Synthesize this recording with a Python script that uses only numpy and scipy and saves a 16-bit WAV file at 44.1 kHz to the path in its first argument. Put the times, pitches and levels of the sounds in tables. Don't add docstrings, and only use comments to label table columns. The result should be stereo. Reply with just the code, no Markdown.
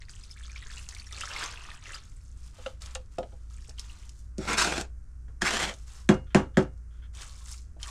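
import sys
import numpy as np
from scipy import signal
from scipy.fft import rfft, irfft
from scipy.io import wavfile
from scipy.ndimage import uniform_filter1d, map_coordinates

SR = 44100
rng = np.random.default_rng(int(sys.argv[2]) if len(sys.argv) > 2 else 0)


def master_out(mix):
    frames = np.transpose(np.atleast_2d(mix))
    ceiling = np.clip(frames, -1, 1)
    pcm = np.round(ceiling * 32767).astype(np.int16)
    wavfile.write(sys.argv[1], SR, pcm)


N = 348390
TIME = np.arange(N) / SR
RING_TIME = TIME[:16384]
MUD_ATTACK_S, MUD_RELEASE_S = 0.018, 0.045

# f/Hz, level/dB, t60/s (time to fade by 60 dB)
BLADE_TONES = [(1650, 7, 0.024), (1915, -0.5, 0.022), (3262, -7, 0.043), (5420, -20.5, 0.088),
               (7370, -14.5, 0.07)]
# f/Hz, level/dB, t60/s
PAN_TONES = [(85.3, -16.5, 0.5), (112, -12, 0.23), (132, -10.5, 0.32), (153.4, -3.5, 0.2), (204.3, 7, 0.13),
             (262, 0, 0.081), (299.7, -6, 0.18), (322, 3, 0.087), (375.3, 5, 0.13), (520.6, -9.5, 0.23),
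             (628, -8, 0.11), (736, -22.5, 0.25), (1454, -28, 0.22), (1810, -26, 0.074)]
# f/Hz, level/dB
RASP_SPECTRUM = [(500, -23.5), (900, 0.5), (1400, 7), (1900, 1.5), (2600, 0), (3300, -6), (4300, -18.5),
                 (6500, -40.5)]
# f/Hz, level/dB
THUD_SPECTRUM = [(90, -3.5), (220, 7), (380, 5.5), (650, 6), (850, -3.5), (1400, -28.5), (4000, -27),
                 (15000, -75)]


def mud():
    # start/s, length/s, squelch/dB, sandy hiss/dB, swell/dB, share of bursting/0-1
    strokes = [(0.0, 0.058, -57, -71, -15, 0.97), (0.074, 0.62, -66, -65, -13.5, 0.89),
               (0.356, 0.38, -57, -69.5, 6, 0.99), (0.698, 0.13, -58, -56, 3.5, 0.72),
               (0.876, 0.37, -58, -62.5, -12, 0.89), (1.108, 0.15, -46.5, -54.5, 7, 0.85),
               (1.276, 0.16, -41.5, -52.5, 10.5, 0.39), (1.474, 0.27, -51, -61, 2, 0.73),
               (1.813, 0.13, -49.5, -58.5, 9.5, 0.82), (2.012, 0.31, -78, -67, -2, 0.67),
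               (2.352, .12, -71.5, -66, 11, 0.4), (2.528, 0.15, -59.5, -63.5, 7, 0.1),
               (2.802, 0.16, -56, -59.5, -9, 0.37), (3.104, 0.43, -75.5, -72, -10, 0.2),
               (3.49, 0.22, -66, -63.5, 2, 0.86), (3.767, 0.3, -61.5, -61.5, -5, 0.43),
               (4.103, 0.1, -92, -68.5, 7.5, 0.33), (5.697, 0.16, -68.5, -63, -7, 0.1),
               (5.862, .13, -61.5, -59, 3, 0.2), (7.127, 0.093, -55, -56, 15.5, 0.56),
               (7.266, 0.17, -67, -60.5, 4.5, 0.43), (7.452, 0.071, -61.5, -50, 7, 0.56),
               (7.788, 0.14, -51.5, -52, 10, 0.66)]
    # f/Hz, level/dB
    squelch_spectrum = [(400, 0), (700, -27.5), (1250, 2), (2500, -1), (4800, -3), (7000, -8.5), (10000, 0),
                        (15000, -58)]
    smear_spectrum = [(500, -24), (2500, -13), (5000, -2.5), (7500, -1), (9500, -6.5), (11500, -17.5),
                      (15000, -23)]
    rub_spectrum = [(150, -16), (800, -4.5), (1150, 3), (1900, -5), (3000, -2.5), (4500, -8), (7000, -19),
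                    (14000, -49.5)]
    big_pockets = air_pockets(per_s=1050, spread_db=5.2, low_hz=500, high_hz=7500, ring_scale=0.72)
    tiny_pockets = air_pockets(per_s=1700, spread_db=6, low_hz=2200, high_hz=11500, ring_scale=0.6)
    froth = steady(colour(big_pockets, squelch_spectrum), size=2800)
    crackle = unit_rms(colour(steady(tiny_pockets, size=2600), smear_spectrum))
    rub = steady(colour(clicks(per_s=5800, spread_db=3.5), rub_spectrum))
    hiss = unit_rms(colour(clicks(per_s=8000, spread_db=7), smear_spectrum))
    out = np.zeros(N)
    for start, length, squelch_db, sand_db, swell_db, share in strokes:
        bursting, gliding = np.sqrt([share, 1 - share])
        wet = gain_of(squelch_db) * (bursting * froth + gliding * rub)
        sandy = gain_of(sand_db) * (bursting * crackle + gliding * hiss)
        out += (wet + sandy) * stroke(start, length, swell_db, MUD_ATTACK_S, MUD_RELEASE_S)
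    return out


def air_pockets(per_s, spread_db, low_hz, high_hz, ring_scale, count=30):
    openings, kind = clicks(per_s, spread_db), rng.integers(0, count, N)
    ring_lengths = ring_scale * (0.5 + rng.random(count))
    out = np.zeros(N)
    for k, hz in enumerate(np.geomspace(low_hz, high_hz, count)):
        pocket = bubble(hz, cycles=ring_lengths[k] * (hz / low_hz) ** 0.35, rise=0.01)
        out += signal.oaconvolve(openings * (kind == k), pocket)[:N] * hz ** 0.8
    return out


def bubble(hz, cycles, rise):
    age = hz * RING_TIME[:1024] / cycles
    bend = 1 + rise * (1 - np.exp(-age))
    return age * np.exp(1 - age) * np.sin(2 * np.pi * np.cumsum(hz * bend) / SR)


def pops():
    # t/s, level/dB, f/Hz
    pockets = [(0.0943, -42, 4830), (0.236, -40.5, 5080), (0.311, -37, 5160), (0.436, -43, 3350),
               (0.498, -42.5, 2420), (0.5598, -34.5, 2300), (0.625, -37, 1940), (0.663, -42.5, 1650),
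               (0.701, -43, 1650), (0.774, -38.5, 2720), (0.9485, -46, 4340), (0.965, -40.5, 2240),
               (0.984, -44, 5660), (0.998, -35.5, 4520), (1.068, -40, 5500), (1.177, -35.5, 2500),
               (1.213, -29.5, 2730), (1.235, -29, 1290), (1.363, -28.5, 2170), (1.4095, -30, 1270),
               (1.4265, -28.5, 1650), (1.688, -38, 1210), (1.866, -39, 2020), (1.945, -32, 4840),
               (3.7839, -37, 3090), (3.897, -43, 2810), (7.83, -34, 3060)]
    ring_s, spit_db = 0.00115, -7
    out = np.zeros(N)
    for s, db, hz in pockets:
        spit_spectrum = [(hz / 7, -28), (hz / 2, -9), (hz, 0), (2 * hz, -9), (16000, -45)]
        add(out, s, gain_of(db) * bubble(hz, cycles=hz * ring_s, rise=0.0089))
        add(out, s, gain_of(db + spit_db) * burst(spit_spectrum, fade_s=0.0069))
    return out


def hollows():
    # start/s, length/s, first f/Hz, last f/Hz, level/dB
    openings = [(7.196, 0.25, 1190, 1030, -68), (7.84, 0.05, 1570, 1050, -53.5)]
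    out, grit = np.zeros(N), clicks(per_s=2000, spread_db=4)
    for start, length, from_hz, to_hz, db in openings:
        hz = np.interp(TIME, [start, start + length], [from_hz, to_hz])
        note = unit_rms(resonate(resonate(grit, hz, width_hz=280), hz, width_hz=280))
        out += gain_of(db) * note * stroke(start, length, 0, MUD_ATTACK_S, MUD_RELEASE_S)
    return out


def knocks():
    # t/s, boom/dB, clatter/dB, crack/dB, clank/dB
    blows = [(4.381, -32, -53, -62.5, -62), (5.282, -70, -48.5, -72, -56.5), (5.42, -33, -39, -23.5, -14.5),
             (6.090, -14.5, -11, -9, -17.5), (6.347, -15, -13, -10.5, -23), (6.571, -17, -14, -15.5, -17)]
    # f/Hz, t60/s
    pan_fade = [(100, 0.23), (1800, 0.18), (10000, 0.18)]
    # f/Hz, level/dB
    clatter_spectrum = [(60, -9.5), (220, 6.5), (400, 0.5), (700, -4.5), (1050, -4.5), (1550, -4.5),
                        (2300, -14.5), (4000, -22.5), (7500, -26.5), (10000, -36.5), (15000, -62.5)]
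    crack_spectrum = [(100, -35.5), (700, 12.5), (1200, 6), (1700, 7.5), (2500, 4.5), (4000, -5.5),
                      (7500, -5.5), (10000, -21), (15000, -51)]
    # f/Hz, level against the crack/dB, t60/s
    free_blade_tones = [(1365, -23, 0.17), (2148, -36, 0.26), (2842, -31.5, 0.27)]
    out = np.zeros(N)
    boom = ring(PAN_TONES) * (1 - np.exp(-RING_TIME / 0.0054))
    clank = unit_peak(ring(BLADE_TONES))
    sheet = fading_noise(pan_fade)
    for s, boom_db, clatter_db, crack_db, clank_db in blows:
        spot = 0.73 * fading_noise(pan_fade)
        clatter = unit_peak(colour(sheet + spot, clatter_spectrum))
        crack = burst(crack_spectrum, fade_s=0.00066) + ring(free_blade_tones)
        add(out, s, gain_of(boom_db) * boom + gain_of(clatter_db) * clatter)
        add(out, s, gain_of(crack_db) * crack + gain_of(clank_db) * clank)
    return out


def scrapes():
    # start/s, length/s, shudder/dB, rasp/dB, fizz/dB, swell/dB
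    pushes = [(4.371, 0.091, -50.5, -52, -53.5, 15), (4.469, 0.069, -36, -31.5, -38, 6.5),
              (4.567, 0.054, -38, -25.5, -27, 3.5), (4.636, 0.17, -36, -37, -39, -4),
              (5.409, 0.072, -42.5, -30.5, -36, 10.5), (5.497, 0.08, -39, -33.5, -36.5, 3),
              (5.585, 0.055, -40, -34, -37.5, 5.5), (5.641, 0.054, -44, -42.5, -48.5, 8)]
    # t/s, lower f/Hz, upper f/Hz
    tilt = [(4.489, 1380, 2150), (4.61, 1530, 2610), (4.72, 1440, 2474), (4.81, 1600, 2560),
            (5.43, 1550, 1880), (5.476, 1820, 2210), (5.52, 1650, 3150), (5.629, 2110, 3250)]
    # f/Hz, level/dB
    shudder_spectrum = [(70, -27.5), (140, 4), (220, 8.5), (350, 7.5), (750, 9.5), (950, -2), (1400, -41)]
    fizz_spectrum = [(2000, -42.5), (3500, 0.5), (4300, 4.5), (6200, 2.5), (7400, 1), (8700, -2),
                     (10000, -10), (12000, -17), (15000, -34)]
    coarse = clicks(per_s=1300, spread_db=4)
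    grit = coarse + 0.72 * clicks(per_s=9700, spread_db=2.5)
    times, lower_hz, upper_hz = np.transpose(tilt)
    lower = unit_rms(resonate(grit, np.interp(TIME, times, lower_hz), width_hz=280))
    upper = unit_rms(resonate(grit, np.interp(TIME, times, upper_hz), width_hz=500))
    blade = flexing_steel(grit, BLADE_TONES)
    pan = flexing_steel(coarse, PAN_TONES)
    shudder = steady(unit_rms(colour(coarse, shudder_spectrum)) + 0.7 * pan)
    rasp = steady(colour(unit_rms(grit) + 0.25 * lower + 0.5 * upper, RASP_SPECTRUM))
    fizz = steady(colour(unit_rms(grit) + 1.7 * blade, fizz_spectrum))
    chatter = unit_rms(gain_of(1.7 * wander(per_s=130)))
    out = np.zeros(N)
    for start, length, shudder_db, rasp_db, fizz_db, swell_db in pushes:
        sound = gain_of(shudder_db) * shudder + gain_of(rasp_db) * rasp + gain_of(fizz_db) * fizz
        out += sound * stroke(start, length, swell_db, attack_s=0.018, release_s=0.02)
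    return chatter * out


def flexing_steel(grit, tones, drift_s=0.0012):
    ringing = signal.oaconvolve(grit, ring(tones))[:N]
    bent_time = TIME + drift_s * wander(per_s=30)
    return unit_rms(map_coordinates(ringing, [bent_time * SR], mode="mirror"))


def can():
    # t/s, note/dB, thud/dB, tick/dB
    hits = [(2.583, -52, -51, -61), (2.661, -33.5, -39.5, -25.5), (2.953, -37.5, -68, -28),
            (3.183, -28, -22.5, -34), (3.229, -53, -38, -42), (3.321, -53, -49.5, -61)]
    # f/Hz, level/dB, t60/s
    tones = [(514.3, 4.5, 0.12), (540, 11, 0.024), (707, -18, 0.16), (815, -4.5, 0.048),
             (1258, -16.5, 0.13), (1410, -16, 0.079)]
    tick_spectrum = [(300, -6), (1400, 11.5), (2200, 2.5), (3100, 10), (5000, -4), (9000, -15),
                     (15000, -68)]
    out = np.zeros(N)
    note = ring(tones) * (1 - np.exp(-RING_TIME / 0.002))
    for s, note_db, thud_db, tick_db in hits:
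        add(out, s, gain_of(note_db) * note + gain_of(thud_db) * burst(THUD_SPECTRUM, fade_s=0.011))
        add(out, s, gain_of(tick_db) * burst(tick_spectrum, fade_s=0.0033))
    return out


def bumps():
    # t/s, peak/dB
    catches = [(4.488, -26), (4.516, -21), (4.723, -22)]
    pats = [(3.686, -49.5), (7.764, -49.5)]
    out = np.zeros(N)
    for s, db in catches:
        add(out, s, gain_of(db) * burst(RASP_SPECTRUM, fade_s=0.003))
    for s, db in pats:
        add(out, s, gain_of(db) * burst(THUD_SPECTRUM, fade_s=0.0079))
    return out


def sand():
    # t/s, peak/dB
    snaps = [(0.781, -32), (0.8888, -26), (0.9486, -29.5), (1.125, -31), (1.2087, -24.5), (1.439, -26),
             (2.8199, -30.5), (2.86, -30.5), (2.9502, -23.5), (3.185, -35.5), (3.694, -34.5),
             (3.795, -23.5), (4.093, -35), (4.382, -30), (4.5314, -21.5), (4.582, -17.5), (4.812, -24),
             (5.4187, -18), (5.739, -35), (6.142, -36), (6.627, -40.5), (7.15, -38), (7.484, -40),
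             (7.83, -25.5)]
    # f/Hz, level/dB
    spectrum = [(200, -8), (1200, -17.5), (5000, 4), (7500, 4), (9500, -4), (15000, -34)]
    crumbs_db, crumble_db = -51, -8
    out = gain_of(crumbs_db) * unit_peak(colour(clicks(per_s=25, spread_db=3), spectrum))
    for s, db in snaps:
        add(out, s, gain_of(db) * burst(spectrum, fade_s=0.0005))
        add(out, s, gain_of(db + crumble_db) * burst(spectrum, fade_s=0.003))
    return out


def scuffs_and_swell():
    # start/s, length/s, level/dB
    events = [(6.264, 0.013, -65), (6.3, 0.024, -59), (6.54, 0.022, -63.5), (6.903, 0.1, -72),
              (7.017, 0.041, -64)]
    # f/Hz, level/dB
    spectrum = [(600, -31.5), (1400, 1.5), (2700, -10.5), (3330, 0), (3900, -13.5), (9000, -35.5)]
    noise = unit_rms(colour(clicks(per_s=2000, spread_db=-2.5), spectrum))
    return noise * sum(gain_of(db) * stroke(start, length, 0, attack_s=0.0063, release_s=0.014)
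                       for start, length, db in events)


def echoes(x, fade_s, count=3, places_per_s=2.6):
    # f/Hz, t60/s
    room_fade = [(150, 0.26), (1000, 0.11), (4000, 0.088), (12000, 0.05)]
    out = np.zeros(N)
    for k in range(count):
        tail = fading_noise(room_fade) * np.exp(-RING_TIME / fade_s) * (1 - np.exp(-RING_TIME / 0.0012))
        place = np.sqrt(2 / count) * np.cos(np.pi * (places_per_s * TIME + k / count))
        out += signal.oaconvolve(x * place, tail / np.linalg.norm(tail))[:N]
    return out


def air(level_db=-46.5):
    # f/Hz, relative level/dB
    spectrum = [(10, -6), (45, -7), (65, -18), (85, -8.5), (100, -15), (140, -24.5), (400, -41.5),
                (800, -52), (1400, -44.5), (3500, -66), (6000, -53.5), (9500, -58), (15000, -83.5)]
    # f/Hz, side against mid/dB
    width = [(30, -14), (80, -18.5), (300, -5.5), (1000, -2), (10000, -7.5)]
    hz = np.fft.rfftfreq(N, 1 / SR)
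    bands = rfft(rng.standard_normal((2, N))) * gain_of(look_up(spectrum, hz))
    bands[1] *= gain_of(look_up(width, hz))
    mid_side = irfft(bands, N)
    return gain_of(level_db) * mid_side / mid_side[0].std()


def hum(hz=58):
    # t/s, level/dB
    levels = [(0, -44.5), (1.3, -47), (1.9, -58), (2.45, -44), (7.9, -44.5)]
    swell = 0.7 + wander(per_s=9) + 1j * wander(per_s=9)
    tone = (swell / np.sqrt(2 + abs(swell) ** 2) * np.exp(2j * np.pi * hz * TIME)).real
    return gain_of(np.interp(TIME, *np.transpose(levels))) * unit_rms(tone)


def stroke(start, length, swell_db, attack_s, release_s):
    age = TIME - start
    attack = np.clip(age / attack_s, 0, 1)
    progress = np.clip(age / length, 0, 1)
    release = np.exp(-np.maximum(age - length, 0) / release_s)
    return attack * gain_of(swell_db * (progress - 0.5)) * release


def ring(tones):
    return sum((-1) ** k * gain_of(db) * np.exp(-np.log(1000) * RING_TIME / t60)
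               * np.sin(2 * np.pi * hz * RING_TIME) for k, (hz, db, t60) in enumerate(tones))


def resonate(x, hz, width_hz):
    turn = np.exp(2j * np.pi * np.cumsum(hz) / SR)
    decay = np.exp(-np.pi * width_hz / SR)
    return 2 * (turn * signal.lfilter([1 - decay], [1, -decay], x / turn + 1e-18)).real


def fading_noise(t60s):
    hz, t, bands = signal.stft(rng.standard_normal(len(RING_TIME)), SR, nperseg=256)
    fade = np.exp(-np.log(1000) * t / look_up(t60s, hz)[:, None])
    return signal.istft(bands * fade, SR, nperseg=256)[1][:len(RING_TIME)]


def burst(spectrum, fade_s):
    age = RING_TIME / fade_s
    crunch = rng.choice([-1., 1.], len(age)) * np.sqrt(age) * np.exp(-age)
    return unit_peak(colour(crunch, spectrum))


def clicks(per_s, spread_db):
    out, chance = np.zeros(N), rng.random(N)
    hit = chance < per_s / SR
    size = np.minimum(-np.log(chance[hit] * SR / per_s), 4)
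    out[hit] = gain_of(spread_db * size) * rng.choice([-1., 1.], N)[hit]
    return out


def wander(per_s):
    times = np.arange(0, N / SR + 1, 1 / per_s)
    zigzag = np.interp(TIME, times, rng.standard_normal(N)[:len(times)])
    return unit_rms(uniform_filter1d(zigzag, size=int(SR / per_s / 2)))


def steady(x, size=3500):
    power = uniform_filter1d(uniform_filter1d(x ** 2, size), size)
    return x / np.sqrt(abs(power) + 1e-3 * np.mean(x ** 2))


def colour(x, spectrum, size=4096):
    log_gain = np.log(gain_of(look_up(spectrum, abs(np.fft.fftfreq(size, 1 / SR)))))
    taps = np.fft.ifft(np.exp(np.conj(signal.hilbert(log_gain)))).real[:size // 2]
    return signal.oaconvolve(x, taps)[:len(x)]


def look_up(points, hz):
    f, value = np.transpose(points)
    return np.interp(np.log(hz + 1), np.log(f + 1), value)


def add(mix, s, sound):
    part = mix[max(round(s * SR), 0):][:len(sound)]
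    part += sound[:len(part)]


def gain_of(db):
    return 10 ** (np.asarray(db) / 20)


def unit_rms(x):
    return x / np.sqrt(np.mean(x ** 2) + 1e-20)


def unit_peak(x):
    return x / abs(x).max()


def scene():
    # f/Hz, side against mid/dB
    width = [(150, -39.5), (350, -17.5), (600, -13), (2500, -8.5), (9000, -9.5), (13000, 0.5)]
    direct = mud() + hollows() + pops() + sand() + can() + scrapes() + bumps() + knocks()
    direct += scuffs_and_swell()
    mid_echo = colour(echoes(direct, fade_s=0.25), [(200, -24), (600, -5), (1500, -10.5), (9000, -7)])
    side_echo = colour(echoes(direct, fade_s=0.025), width)
    lean = colour(direct, [(300, -32.5), (2500, -21)])
    mid, side = np.array([direct + mid_echo, side_echo + lean]) + air()
    return np.array([mid + side, mid - side]) + hum()


def record(dry):
    low_pass = signal.firwin(255, 15300, window=("kaiser", 9), fs=SR)
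    return signal.oaconvolve(dry, low_pass[None], "same")


dry = scene()
out = record(dry)
master_out(out)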